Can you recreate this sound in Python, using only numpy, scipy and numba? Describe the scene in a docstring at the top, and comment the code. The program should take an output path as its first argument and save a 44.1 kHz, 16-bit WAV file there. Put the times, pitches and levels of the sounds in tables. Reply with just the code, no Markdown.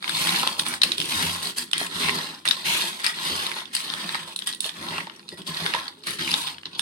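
"""A hand tosses crisp fried noodle pieces and chopped vegetables in a steel bowl on a table, close to a phone.
Scoops crush the heap into a dense crackle of tiny filtered fractures, scrape the food-damped steel and bump
the bowl on the table. Loose food showers back, clumps grind on the wall and single pieces snap with sharp
ticks, each a short ring and a noisy crack. Soft thuds are swinging tones, bangles clink on the wrist as
fading sines, and a small room answers with decaying noise over a faint hush."""
import sys
import numpy as np
from scipy import signal
from scipy.fft import rfft, irfft, next_fast_len
from scipy.io import wavfile
from scipy.ndimage import uniform_filter1d
from numba import njit

SR = 44100
rng = np.random.default_rng(int(sys.argv[2]) if len(sys.argv) > 2 else 0)


def persist_wave(psi):
    """Save psi, clipped to +-1, as 16-bit WAV."""
    counts = np.round(np.clip(psi, -1, 1) * 32767).astype(np.int16)
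    wavfile.write(sys.argv[1], SR, np.atleast_2d(counts).T)


N = 300476


def undb(db):
    """Decibels to gain."""
    return 10 ** (np.asarray(db) / 20)


def unit(x):
    """Scale to rms 1."""
    return x / np.sqrt(np.mean(x ** 2))


def unit_energy(x):
    """Scale each channel to energy 1."""
    return x / np.linalg.norm(x, axis=-1, keepdims=True)


def convolve(x, response):
    """Pass a stereo signal through a response."""
    return signal.fftconvolve(x, np.atleast_2d(response), axes=1)[:, :x.shape[1]]


def add(out, s, sound):
    """Mix a stereo sound in at time s."""
    start = max(int(s * SR), 0)
    out[:, start:start + sound.shape[1]] += sound[:, :max(N - start, 0)]


def walk(rate):
    """Random levels held 1 / rate s and slewed, scaled to rms 1."""
    hold = int(SR / rate)
    levels = rng.standard_normal(N // 20)[:N // hold + 1]
    return unit(uniform_filter1d(np.repeat(levels, hold), hold)[:N])


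def colour(points, size=2048):
    """Minimum-phase response of unit energy with the given (Hz, dB) outline."""
    hz, db = np.transpose(points)
    bin_hz = np.arange(size // 2 + 1) * SR / size
    log_gain = np.log(undb(np.interp(np.log(bin_hz + 1), np.log(hz), db)))
    # folding the cepstrum forward in time makes the response causal
    fold = np.r_[1, np.full(size // 2 - 1, 2), np.zeros(size // 2)]
    return unit_energy(irfft(np.exp(rfft(irfft(log_gain) * fold))))


@njit
def resonate(x, hz, width):
    """State-variable band-pass whose centre may move, gain 1 at the centre."""
    y, band, low = np.empty(len(x)), 0., 0.
    for i in range(len(x)):
        g, damping = np.tan(np.pi * hz[i] / SR), width / hz[i]
        v = (band + g * (x[i] - low)) / (1 + g * (g + damping))
        band, low, y[i] = 2 * v - band, low + 2 * g * v, damping * v
    return y


def body(x, modes, drift, patchy_db, shifts_per_s=11):
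    """Ring (Hz, width, dB) modes; shifting food retunes them and the moving hand favours one, then another."""
    load, out = walk(shifts_per_s), 0
    for k, (hz, width, db) in enumerate(modes):
        centre = hz * np.exp(drift * (load + walk(shifts_per_s)))
        favour = unit(undb(patchy_db * walk(shifts_per_s)))
        gain = (-1) ** k * undb(db) * favour  # neighbouring modes swing in opposition
        out = out + np.array([resonate(side * gain, centre, float(width)) for side in x])
    return out / np.sqrt(sum(undb(2 * db) * np.pi * width / SR for _, width, db in modes))


def grains(rate, spread_db, port_lag_s=0.00045):
    """Tiny contacts of uneven size, rms 1; each reaches the two microphones with its own lag."""
    chance, sign, place = rng.random((3, N))
    size = undb(spread_db * np.minimum(rng.exponential(size=N), 4))
    hits = (chance < rate / SR) * size * np.sign(sign - .5) / np.sqrt(rate)
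    lag = np.round((2 * place - 1) * port_lag_s * SR).astype(int)
    arrival = np.clip(np.arange(N) + lag, 0, N - 1)
    return unit(np.array([hits, np.bincount(arrival, hits, N)]))


def scatter(x, echo_db, fade_s, moves_per_s=9, size=512, count=7):
    """Add the quick echoes inside the bowl; they differ for each microphone and change as the hand moves."""
    fade = np.exp(-np.arange(size) / SR / fade_s)
    paths = unit_energy(rng.standard_normal((count, 2, size)) * fade)
    paths[:, :, 0] = 0
    shares = np.array([walk(moves_per_s) for _ in range(count)])
    shares /= np.linalg.norm(shares, axis=0)
    echoes = sum(convolve(x * share, path) for share, path in zip(shares, paths))
    return (x + undb(echo_db) * echoes) / np.sqrt(1 + undb(2 * echo_db))


def squeeze(t, start, hardest, end, swell_power=1, ease_power=2.15):
    """Effort of one scoop, 0-1: it swells to its hardest, then eases as the hand lifts."""
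    swell, ease = np.clip([(t - start) / (hardest - start), (end - t) / (end - hardest)], 0, 1)
    return np.sin(np.pi / 2 * swell) ** swell_power * np.sin(np.pi / 2 * ease) ** ease_power


def shower(t, start, length, attack_s=0.013, sag_db=4.5, release_s=0.017, crumbs_db=-8.5, crumbs_s=0.051):
    """Flow of one spill, 0-1: a quick attack, a sagging hold, a release and a trickle of crumbs."""
    age = t - start
    after = np.maximum(age - length, 0)
    hold = undb(-sag_db * np.clip(age / length, 0, 1))
    release = np.maximum(np.exp(-after / release_s), undb(crumbs_db) * np.exp(-after / crumbs_s))
    return np.clip(age / attack_s, 0, 1) * hold * release


def handwork(scrape_lag_s=0.016, push_lead_s=0.014, size=4096):
    """Levels in dB of crackle, coarse crunch, splinters, scrape and push; all moves add in power."""
    # the hand digs in, squeezes and lifts: start_s, hardest_s, end_s, crackle_db,
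    # then over the crackle: coarse_db, crisp_db, scrape_db, push_db
    scoops = [(0.005, 0.297, 0.71, -25, -4.5, -7, -3, -13),
              (0.996, 1.204, 1.56, -25.5, -6, -6, -6.5, -13.5),
              (1.881, 2.037, 2.487, -29.5, -1, -6.5, -1.5, -8),
              (2.641, 2.668, 3.093, -24, -5.5, -6, -7, -15),
              (3.107, 3.32, 3.71, -27, -3.5, -9.5, -5.5, -14.5),
              (3.674, 4.12, 4.35, -36.5, 1, -5.5, -1, -8), (4.71, 4.906, 5.147, -36.5, -1, -6, 3, -2.5),
              (5.441, 5.671, 5.97, -34, 2.5, -6, 1.5, -10),
              (6.161, 6.32, 6.63, -29.5, -8.5, -7, -4.5, -15.5)]
    # loose food showers back on the heap: start_s, length_s, crackle_db,
    # then over the crackle: coarse_db, crisp_db, scrape_db, push_db
    spills = [(0.573, 0.056, -32, -10, -3, 2, -10.5), (0.648, 0.11, -34, 4, 1, 3, -8),
              (0.826, 0.12, -31, -3, -6.5, -8, -8), (0.966, 0.086, -32, -17, -4, -10, -7),
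              (1.417, 0.086, -28, -4.5, -3.5, -7, -8), (1.559, 0.065, -32.5, 0, 1.5, -6, -12),
              (1.733, 0.09, -33.5, 3.5, -10, -19, -8), (1.784, 0.085, -34, 3.5, -1.5, 0.5, -9),
              (2.448, 0.081, -35.5, 5.5, -1, 0, -4), (2.516, 0.14, -32.5, -6, -10.5, -7.5, -16),
              (2.984, 0.054, -35.5, -3.5, -8.5, -5, -13), (3.031, 0.079, -30, 3, -2, -9, -24),
              (3.549, 0.069, -35.5, 3, -5.5, -0.5, -17), (3.726, 0.089, -31.5, -4, -4, -9, -21),
              (3.826, 0.16, -35.5, -6, -11, -8, -10.5), (4.261, 0.072, -40.5, 1.5, -3.5, 0, -23),
              (4.375, 0.074, -46, 2, 2, -8, -7), (4.458, 0.045, -28.5, -3, -4, -18, -19),
              (4.614, 0.047, -35.5, -5, -2, -14, -19), (4.641, 0.057, -32, -6.5, -5, -7, -23),
              (5.095, 0.082, -50, 2, -9, 0, -3), (5.298, 0.052, -48.5, -7, -4.5, -7, 0),
              (5.369, 0.038, -39, -7, -7.5, -1, -3), (5.46, 0.047, -28.5, -20, -7, -6, -8.5),
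              (6.029, 0.047, -44, 0, -6, -29, -20), (6.057, 0.097, -33.5, 0.5, -2, -21, -6.5),
              (6.179, 0.073, -30.5, -0.5, -11, -23, -8), (6.459, 0.045, -30, -6, -19, -6, -29),
              (6.649, 0.01, -36.5, 2.5, -58, 0, -1), (6.721, 0.099, -40, -15, -27, -1, -6),
              (6.774, 0.047, -35, -11, -5, -13, -7.5)]
    # the heap settling between tosses: crackle_db, coarse_db, crisp_db, scrape_db, push_db
    settling = (-56, -63.5, -62, -57, -54)
    t = np.linspace(0, N / SR, size)
    # in a scoop the food meets the wall a little after the squeeze; the fingers bump the bowl a little before
    lagged = t - np.array([0, 0, 0, scrape_lag_s, -push_lead_s])[:, None]
    moves = [(squeeze(lagged, start, hardest, end), levels) for start, hardest, end, *levels in scoops]
    moves += [(shower(t, start, length), levels) for start, length, *levels in spills]
    power = undb(settling)[:, None] ** 2
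    for shape, (db, *over_db) in moves:
        peak = undb(db + np.array([0, *over_db]))[:, None]
        power = power + (shape * peak) ** 2
    return [np.interp(np.arange(N) / SR, t, 10 * np.log10(p)) for p in power]


def strands(points, rate, spread_db, low_hz, high_hz, width_hz, snap_db, port_lag_s,
            wander=0.8, count=13, size=110):
    """Fractures of rms 1; each strand breaks for a few ms and rings over a broad crack, in wandering pitch."""
    breaks = grains(rate, spread_db, port_lag_s)
    own = np.repeat(rng.standard_normal(N // size + 1), size)[:N]
    strand = np.round(count / 2 + 2 * own + wander * walk(25)) % count  # a clump shares its pitch
    rings = 0
    for k, hz in enumerate(np.geomspace(low_hz, high_hz, count)):
        b, a = signal.iirpeak(hz, max(hz / width_hz, 1), fs=SR)
        rings = rings + signal.lfilter(b, a, breaks * (strand == k))
    fractures = unit(rings) + undb(snap_db) * breaks
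    return unit(convolve(scatter(fractures, echo_db=0.5, fade_s=0.0043), colour(points)))


def crackle(db, coarse_db, crisp_db, fractures_per_s=1500, firm_db=-34, thin_db=-2.0, thick_db=-1.76,
            edge_db=0, clump_db=1.3, shift_db=1.1, air_db=-12, air_growth=0.73):
    """Noodles crush in small avalanches; a harder squeeze breaks more strands and grinds out airy crumbs."""
    # colours of thin strands, thick pieces, splinters and crumbs: pitch_hz, level_db
    thin_colour, thick_colour = [(800, -27.5), (1800, -34.5), (2500, -8.5), (3300, -6), (4300, -6),
                                 (5000, -7.5), (5600, -26), (7000, -27), (10000, -52), (16000, -40)], [(250, -31), (600, -5), (1100, 4.5), (1450, 3.5),
                                                 (1950, 8.5), (2700, 2.5), (3500, 9), (6000, -2),
                                                 (12000, -66)]
    splinter_colour, crumb_colour = [(2000, -17.5), (5500, -0.5), (7000, -5), (8200, 0.5), (9100, -1.5),
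                                     (10300, -3), (11800, -8), (14000, -10), (15500, -13.5)], [(4000, -21), (6200, 7), (8000, -12), (11000, 4.5),
                                                    (13500, 1), (15500, -13)]
    rate = fractures_per_s * undb(.6 * (db - firm_db)) + 400
    airy_db = crisp_db + air_db + air_growth * (db - firm_db)
    db = db + clump_db * walk(220)
    thin = strands(thin_colour, rate, spread_db=2.0, low_hz=2447, high_hz=4814, width_hz=143,
                   snap_db=12.5, port_lag_s=.00003)
    thick = strands(thick_colour, .6 * rate, spread_db=-1.0, low_hz=1037, high_hz=2950, width_hz=330,
                    snap_db=13.5, port_lag_s=.00006)
    splinters = strands(splinter_colour, 2 * rate, spread_db=1.0, low_hz=7640, high_hz=10760, width_hz=1200,
                        snap_db=10.5, port_lag_s=.0003)
    crumbs = convolve(grains(3 * rate, spread_db=-16.0, port_lag_s=0.00018), colour(crumb_colour))
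    layers = [(thin, thin_db), (thick, coarse_db + thick_db),
              (splinters, crisp_db + edge_db), (crumbs, airy_db)]
    return sum(sound * undb(db + layer_db + shift_db * walk(35)) for sound, layer_db in layers)


def bowl(scrape_db, push_db, steel_db=0, table_db=0.0, rock_db=-7, firm_db=-41, rock_growth=0.057,
         low_cut_hz=66, knock_s=.015):
    """Food drags and knocks on the steel wall; fingers bump the bowl, and harder pushes rock it a little more."""
    # steel wall damped by the food, loaded bowl on the table, bowl rocking: resting_hz, width_hz, level_db
    steel_modes, table_modes, rock_modes = [(540, 350, -13), (690, 340, -9.5), (796, 117, -7.5),
                                            (921, 102, -4.5), (971, 59, 1), (1081, 54, 0),
                                            (1133, 107, -8.5), (1360, 100, -7)], [(194.3, 15.3, 0), (236.3, 20.5, 1),
                                                           (292, 38.5, -5), (333.5, 23, -1.5),
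                                                           (388, 41, -5), (525, 80, -16)], [(94, 6, -5), (122.4, 22.5, -9),
                                                                          (166, 16.2, 2)]
    # single knocks on the wall: start_s, level_db
    wall_knocks = [(0.433, -21.5), (.47, -24.5), (2.09, -29), (4.148, -27), (4.982, -27), (5.07, -32.5),
                   (5.746, -20.5), (5.762, -27), (6.072, -44), (6.338, -30)]
    drag = grains(1100, spread_db=2.0, port_lag_s=0.00028) * undb(scrape_db + steel_db)
    for s, db in wall_knocks:
        add(drag, s, np.full((2, 1), undb(db) * np.sqrt(knock_s * SR)))  # one-sample blow
    bumps = grains(450, spread_db=2.0, port_lag_s=0.00032) * undb(push_db + table_db)
    heave_db = push_db + rock_db + rock_growth * (push_db - firm_db)
    heaves = grains(260, spread_db=3.0, port_lag_s=0.00039) * undb(heave_db)
    thumps = body(bumps, table_modes, drift=0.029, patchy_db=2.5)
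    thumps = thumps + body(heaves, rock_modes, drift=0.019, patchy_db=0.0) + thuds()
    # a small bowl sends out no deep bass
    radiated = signal.sosfilt(signal.butter(3, low_cut_hz, "high", fs=SR, output="sos"), thumps)
    return body(drag, steel_modes, drift=0.02, patchy_db=2.0, shifts_per_s=22) + radiated


def room_hush(level_db=-71):
    """The empty room: a faint, steady noise of dense coloured grains."""
    # colour of the hush: pitch_hz, level_db
    hush_colour = [(20, -24), (60, -13), (170, -8), (400, 1), (1000, 2), (4000, -11), (15000, -50)]
    return undb(level_db) * convolve(grains(19000, spread_db=0), colour(hush_colour))


def snaps(pieces, ring_s=0.00046, ring_db=0.5, crack_db=-4, knock_db=-1, edge_db=1.5, crumble_db=-2,
          rise_s=.0004, crack_s=.0016, level_s=.004, pan_mean_db=-1, pan_spread_db=4.5, size=1024):
    """A brittle piece gives way: a few cycles of its pitch, a crumbling crack, a knock and a crisp edge."""
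    # colours of the crack, the knock on the steel and the crisp edge: pitch_hz, level_db
    colours = [colour(points) for points in ([(700, -8), (1800, -15.5), (2600, 15), (4500, 13.5),
                                              (5300, 13), (7000, -7.5), (15000, -40)], [(40, -30), (150, -8), (500, -7.5),
                                                             (1000, 12.5), (1800, 20.5), (2600, 13.5),
                                                             (5000, 15), (15000, -78)], [(3000, -26), (6000, -9),
                                                                            (7200, -2), (8400, 13),
                                                                            (9600, 14.5), (10600, 6.5),
                                                                            (11800, -9), (15500, -8)])]
    out, t = np.zeros((2, N)), np.arange(size) / SR
    for s, db, hz, low_db, top_db in pieces:
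        pan_db = pan_mean_db + pan_spread_db * rng.standard_normal()  # left minus right
        noise = rng.standard_normal(size) + 4.1 * rng.standard_normal((2, size))  # shared, then per microphone
        burst = noise * np.exp(-t / crack_s) * (1 - np.exp(-t / rise_s))
        blow = (t == 0) + undb(crumble_db) * unit_energy(burst)
        crack, low, top = (unit_energy(convolve(push, c)) for push, c in zip((blow, blow, burst), colours))
        phase = 2 * np.pi * rng.random() + rng.uniform(-2.26, 1.0, (2, 1))
        ring = unit_energy(t * np.exp(-t / ring_s) * np.sin(2 * np.pi * hz * t + phase))
        tick = unit_energy(undb(ring_db) * ring + undb(crack_db) * crack)
        tick = tick + undb(low_db + knock_db) * low + undb(top_db + edge_db) * top
        sides = np.sqrt(2) * unit_energy(undb([pan_db / 2, -pan_db / 2]))
        add(out, s, tick * np.sqrt(level_s * SR) * undb(db) * sides[:, None])
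    return out


def strays(crackle_db, per_s=24, over_db=-0.5, spread_db=1.5, follow=0.75, usual_db=-33, usual_hz=3500,
           octaves=0.25, knock_db=-6.5, edge_db=-39, colour_spread_db=5, count=200):
    """Rows of lesser snaps at uneven gaps, louder while the heap is worked harder."""
    times = np.cumsum(rng.uniform(.1, 1.9, count)) / per_s
    chances = np.clip(rng.standard_normal((count, 4)), -2, 2)
    rows = []
    for s, (force, pitch, knock, edge) in zip(times, chances):
        if s * SR < N:
            worked_db = usual_db + follow * (crackle_db[int(s * SR)] - usual_db)
            db = worked_db + over_db + spread_db * force
            hz = usual_hz * 2 ** (octaves * pitch)
            rows.append((s, db, hz, knock_db + colour_spread_db * knock, edge_db + colour_spread_db * edge))
    return rows


def grinding(contacts_per_s=900, width_share=0.45, pitch_spread=0.071, edge_s=0.024):
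    """Clumps pinned against the steel grind into hard grains; the pitch shifts as the clump breaks up."""
    # the fingers pin a clump on the wall: start_s, length_s, level_db, pitch_hz
    grinds = [(.24, 0.16, -33, 2060), (1.186, 0.073, -29.5, 1930), (1.568, 0.027, -34, 2200),
              (2.005, .1, -28, 2260), (2.64, .15, -26, 2580), (3.038, 0.045, -22.5, 2200),
              (3.508, .035, -39, 2180), (4.907, 0.12, -35, 2270), (5.716, 0.066, -32, 2520),
              (6.253, 0.12, -31.5, 2720)]
    t = np.arange(N) / SR
    start, length, _, hz = np.transpose(grinds)
    pressure = 0
    for s, held, db, _ in grinds:
        pressure = pressure + undb(db) * np.clip(np.minimum(t - s, s + held - t) / edge_s, 0, 1)
    centre = np.interp(t, start + length / 2, hz) * np.exp(pitch_spread * walk(120))
    width = float(width_share * np.mean(hz))
    grit = scatter(grains(contacts_per_s, spread_db=2.2, port_lag_s=0.00006), echo_db=2.5, fade_s=0.0019)
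    ringing = [resonate(resonate(side, centre, width), centre, 2 * width) for side in grit]
    return pressure * unit(np.array(ringing))


def thuds(rise_s=0.00086, mush=0.52, mush_hz=260, size=16384):
    """Dull, short swings of the whole bowl; soft food settling on it makes them uneven."""
    # soft blows, as a handful lands or the bowl rocks: start_s, level_db, pitch_hz, t60_s
    blows = [(0.282, -30, 166, 0.17), (.995, -30, 180, 0.094), (1.155, -37, 94, 0.34),
             (1.226, -29.5, 166, 0.35), (1.251, -37, 89, 0.51), (1.452, -35, 179, 0.1),
             (1.814, -13, 730, 0.014), (1.956, -31.5, 171, 0.18), (2.04, -29, 162, 0.17),
             (3.316, -40, 91, 0.28), (4.655, -29, 620, 0.041), (4.906, -36, 157, 0.18),
             (5.325, -31, 358, 0.078), (5.491, -33, 163, 0.23), (5.618, -28.5, 166, 0.19),
             (6.2, -44.5, 95, 0.33), (6.319, -31, 172, 0.096)]
    out, t = np.zeros((2, N)), np.arange(size) / SR
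    slow = signal.butter(2, mush_hz, fs=SR, output="sos")
    for s, db, hz, t60 in blows:
        settle = mush * unit(signal.sosfilt(slow, rng.standard_normal(size)))
        swing = np.sin(2 * np.pi * hz * t + settle * hz / mush_hz)  # the quicker swings are blurred most
        fade = (1 - np.exp(-t / rise_s)) * np.exp(-np.log(1000) * t / t60)
        add(out, s, undb(db) * (fade * swing)[None])
    return out


def bangles(lead_db=12, lead_t60=0.26, chatter=1.0, chatter_per_s=190, uneven_db=1, size=16384):
    """Thin rings that sing on briefly after each knock, chattering against one another; the one struck leads."""
    # knocks: start_s, level_db, share of the free ring time that the wrist allows, lead_hz, low_ring_db
    clinks = [(1.586, -38, 0.3, 4980, -7), (3.043, -42, 0.5, 4440, 5), (3.066, -41.5, .9, 5233, 7.5),
              (3.747, -43, 0.6, 4958, 1), (4.47, -50, 0.7, 4931, 13), (5.32, -59, 0.9, 4950, 14)]
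    # upper and low modes of the bangles ringing free: pitch_hz, level_db, t60_s
    upper_modes, low_modes = [(4468, 2, 0.22), (4880, 3, 0.14), (6310, -5, 0.21), (7240, -11, 0.13),
                              (8600, -1, .14), (8900, -3, .22), (12270, -15, .25)], [(1918, 0, 0.42), (1885, -8, 0.3)]
    out, t = np.zeros((2, N)), np.arange(size) / SR
    for s, db, free, lead_hz, low_db in clinks:
        low = [(hz, mode_db + low_db, t60) for hz, mode_db, t60 in low_modes]
        for hz, mode_db, t60 in [(lead_hz, lead_db, lead_t60), *low, *upper_modes]:
            touch = np.interp(t * chatter_per_s, np.arange(400), rng.standard_normal(400))
            fade = np.exp(-np.log(1000) * t / (t60 * free)) * (1 + chatter * touch)
            phase = 2 * np.pi * rng.random() + rng.uniform(-0.77, 1, (2, 1))
            gain = undb(db + mode_db + uneven_db * rng.standard_normal())
            add(out, s, gain * fade * np.sin(2 * np.pi * hz * t + phase))
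    return out


def ports(x):
    """Standing waves in the bowl reach the two microphones in step at some pitches and opposed at others."""
    # phase of the right microphone ahead of the left: pitch_hz, phase_radians
    port_phase = [(600, 0), (1000, 0.3), (1350, 2.5), (1900, 4), (2200, 1.3), (2750, -0.4), (3150, -2),
                  (3650, -4), (3950, -2.14), (4250, 0.83), (5200, 0.5), (5600, 5), (6400, -1)]
    hz, radians = np.transpose(port_phase)
    size = next_fast_len(N + SR // 10)
    turn = np.interp(np.arange(size // 2 + 1) * SR / size, hz, radians)
    return irfft(rfft(x, size) * np.exp(.5j * np.array([-turn, turn])), size)[:, :N]


def room(x, wet_db, t60, bright_t60, split_hz=5500, size=22050):
    """A small room as fading noise; treble dies at its own rate and the bass is alike on both sides."""
    t = np.arange(size) / SR
    noise = rng.standard_normal((2, size))
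    bass = signal.sosfilt(signal.butter(2, 450, fs=SR, output="sos"), noise)
    noise = noise - bass + bass[0]
    dull = signal.sosfilt(signal.butter(2, split_hz, fs=SR, output="sos"), noise)
    bright = noise - dull
    tail = dull * np.exp(-np.log(1000) * t / t60) + bright * np.exp(-np.log(1000) * t / bright_t60)
    tail *= 1 - np.exp(-t / 0.0004)
    return x + undb(wet_db) * convolve(x, tail / np.linalg.norm(tail[0]))


def scene():
    """Crackle, grinding, bowl, snaps and bangles in the room, over its faint hush."""
    # loudest pieces that snap or strike the bowl: start_s, level_db, pitch_hz,
    # then over that level, before the trims in snaps(): knock_db, crisp_edge_db
    loud_snaps = [(.026, -35.5, 3630, 6, -10), (.043, -30.5, 2290, 6.5, -19), (.079, -32.5, 3340, 10, -21),
                  (.094, -21, 3800, 0, -8.5), (.169, -22, 3860, -13, -17), (.272, -22, 3320, 1, -4),
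                  (.292, -20, 3820, 0.5, -21), (.361, -20, 4340, -14, -26), (.398, -23, 3230, -12, -18),
                  (.431, -30, 3240, 8, -20), (.4745, -13.5, 3370, -10, -14), (.594, -20.5, 4180, -10, -6),
                  (.596, -13, 3500, -8, -19), (.665, -31.5, 3500, 8.5, -1), (.684, -40, 3500, -5, 16),
                  (.739, -30.5, 4330, 8.5, -5), (.818, -10.5, 3800, -8, -18), (.834, -8, 4190, -29, -15.5),
                  (.836, -15.5, 2670, -5, -7), (.919, -15, 3850, -19, -17), (.982, -20, 3330, -10, -9.5),
                  (1.002, -18.5, 3200, -12, -14), (1.0155, -19, 3150, -9, -19),
                  (1.024, -27, 3190, -15, -16), (1.456, -25, 4100, -8, -16), (1.472, -24, 4400, -8, -12),
                  (1.584, -22, 4560, -14, -1.5), (1.622, -36, 4500, -12, 1), (1.714, -30.5, 3500, -9, -4),
                  (1.7328, -12, 3140, -10, -16.5), (1.78, -23.5, 3580, -10, -1.5),
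                  (1.803, -26, 4180, -1, -20), (1.865, -36, 4430, -10, 2), (1.946, -30, 3860, -20, -17),
                  (2.086, -20, 2150, -8, -15), (2.0945, -15, 2200, -7, -24), (2.188, -24.5, 4260, -2, -14),
                  (2.244, -30, 4260, -18, -18), (2.312, -38, 4200, 0, -12), (2.454, -28.5, 2900, 6, 0),
                  (2.477, -15.5, 3600, -30, -27), (2.487, -15, 3740, -16, -7.5),
                  (2.511, -9.5, 3750, -8.5, -38), (2.598, -41, 3670, -12, -18), (2.821, -23, 3650, -9, -13),
                  (3.044, -19.5, 4600, -3, -9), (3.065, -15.5, 4940, -9, -8), (3.466, -23, 4011, -19, -13),
                  (3.516, -24, 2210, -3, -14), (3.565, -32, 3500, -14, -22), (3.605, -31, 3340, -14, -18),
                  (3.656, -32.5, 3500, -20, -24), (3.751, -20.5, 4550, -13, 1.5),
                  (3.766, -20, 4260, -8, -10), (3.804, -29, 3470, -4, -7), (3.88, -34, 3450, -14, -20),
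                  (3.901, -23, 3530, -14, -30), (3.938, -22, 3400, -5, -18),
                  (4.092, -24.5, 4020, -1.5, -25), (4.146, -33, 2620, 12.5, -5),
                  (4.154, -25.5, 4100, 2.5, -21), (4.362, -24, 4030, -16, -4), (4.39, -26, 3900, -23, -7.5),
                  (4.422, -26, 3380, -9, -31), (4.472, -27.5, 3130, -7, 3.5),
                  (4.476, -27.5, 3630, -1, -3.5), (4.491, -31, 3600, -9, -8), (4.527, -29, 4050, -14, -10),
                  (4.535, -30, 3620, -10, -14), (4.548, -33.5, 3800, -18, -2),
                  (4.6055, -24, 3520, -30, 2.5), (4.644, -23.5, 3600, -11, -18),
                  (4.663, -29, 3200, -15, -4), (4.693, -24.5, 3400, -7, -18),
                  (4.886, -28.5, 3660, -18, -18), (4.9815, -24, 2650, -3, -22),
                  (5.005, -27.5, 2150, -6, -22), (5.07, -41, 3500, 8.5, -27), (5.098, -40, 2970, 7, -26),
                  (5.163, -46, 5700, -17, -7), (5.195, -45.5, 4370, 5.5, -13), (5.282, -39, 3870, -17, -23),
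                  (5.29, -30, 4100, -13, -11.5), (5.326, -45, 3950, -8, -6), (5.418, -36, 3200, -20, -14),
                  (5.546, -29, 3620, -14, -20), (5.571, -26, 4100, -14, -20),
                  (5.663, -22.5, 3500, 4.5, -21), (5.738, -26, 2800, 9, -9.5), (5.749, -21, 3300, -14, -18),
                  (5.763, -43, 2810, 2, -14), (5.799, -32, 3530, -12, -20), (5.881, -26, 4400, -4, -20),
                  (6.037, -37.5, 4220, -12, -14), (6.071, -34.5, 2890, 8, 4), (6.107, -30, 3620, -6, 1),
                  (6.277, -25, 2450, -5, -25), (6.3155, -22.5, 4970, -7, -12), (6.34, -13, 3500, -9.5, -22),
                  (6.472, -27.5, 3490, -7, -14), (6.477, -23.5, 3380, -8, -16), (6.583, -35, 3130, -2, -30),
                  (6.633, -39, 3000, -3, -28), (6.656, -26.5, 3900, -13, -41),
                  (6.667, -35, 3530, -13, -28.5), (6.732, -42, 3300, -12, -31),
                  (6.751, -34, 3800, -12, -20), (6.794, -17, 3500, -8, -7.5)]
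    db, coarse_db, crisp_db, scrape_db, push_db = handwork()
    heap = ports(crackle(db, coarse_db - db, crisp_db - db) + grinding() + bowl(scrape_db, push_db))
    ticks = ports(snaps(loud_snaps + strays(db))) + bangles()
    # the heap is shielded by the hand and the bowl, so less of it reaches the walls
    shielded = room(heap, wet_db=-10.0, t60=0.25, bright_t60=0.17)
    return shielded + room(ticks, wet_db=-6.0, t60=0.11, bright_t60=0.12) + room_hush()


def record(dry, low_cut_hz=55, overload=.85, top_hz=15900):
    """The phone thins the deep bass, overloads smoothly on the sharpest snaps and cuts the top."""
    thinned = signal.sosfilt(signal.butter(1, low_cut_hz, "high", fs=SR, output="sos"), dry)
    limited = thinned / (1 + (thinned / overload) ** 4) ** (1 / 4)
    return signal.sosfilt(signal.ellip(10, .2, 80, top_hz, fs=SR, output="sos"), limited)


dry = scene()
out = record(dry)
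persist_wave(out)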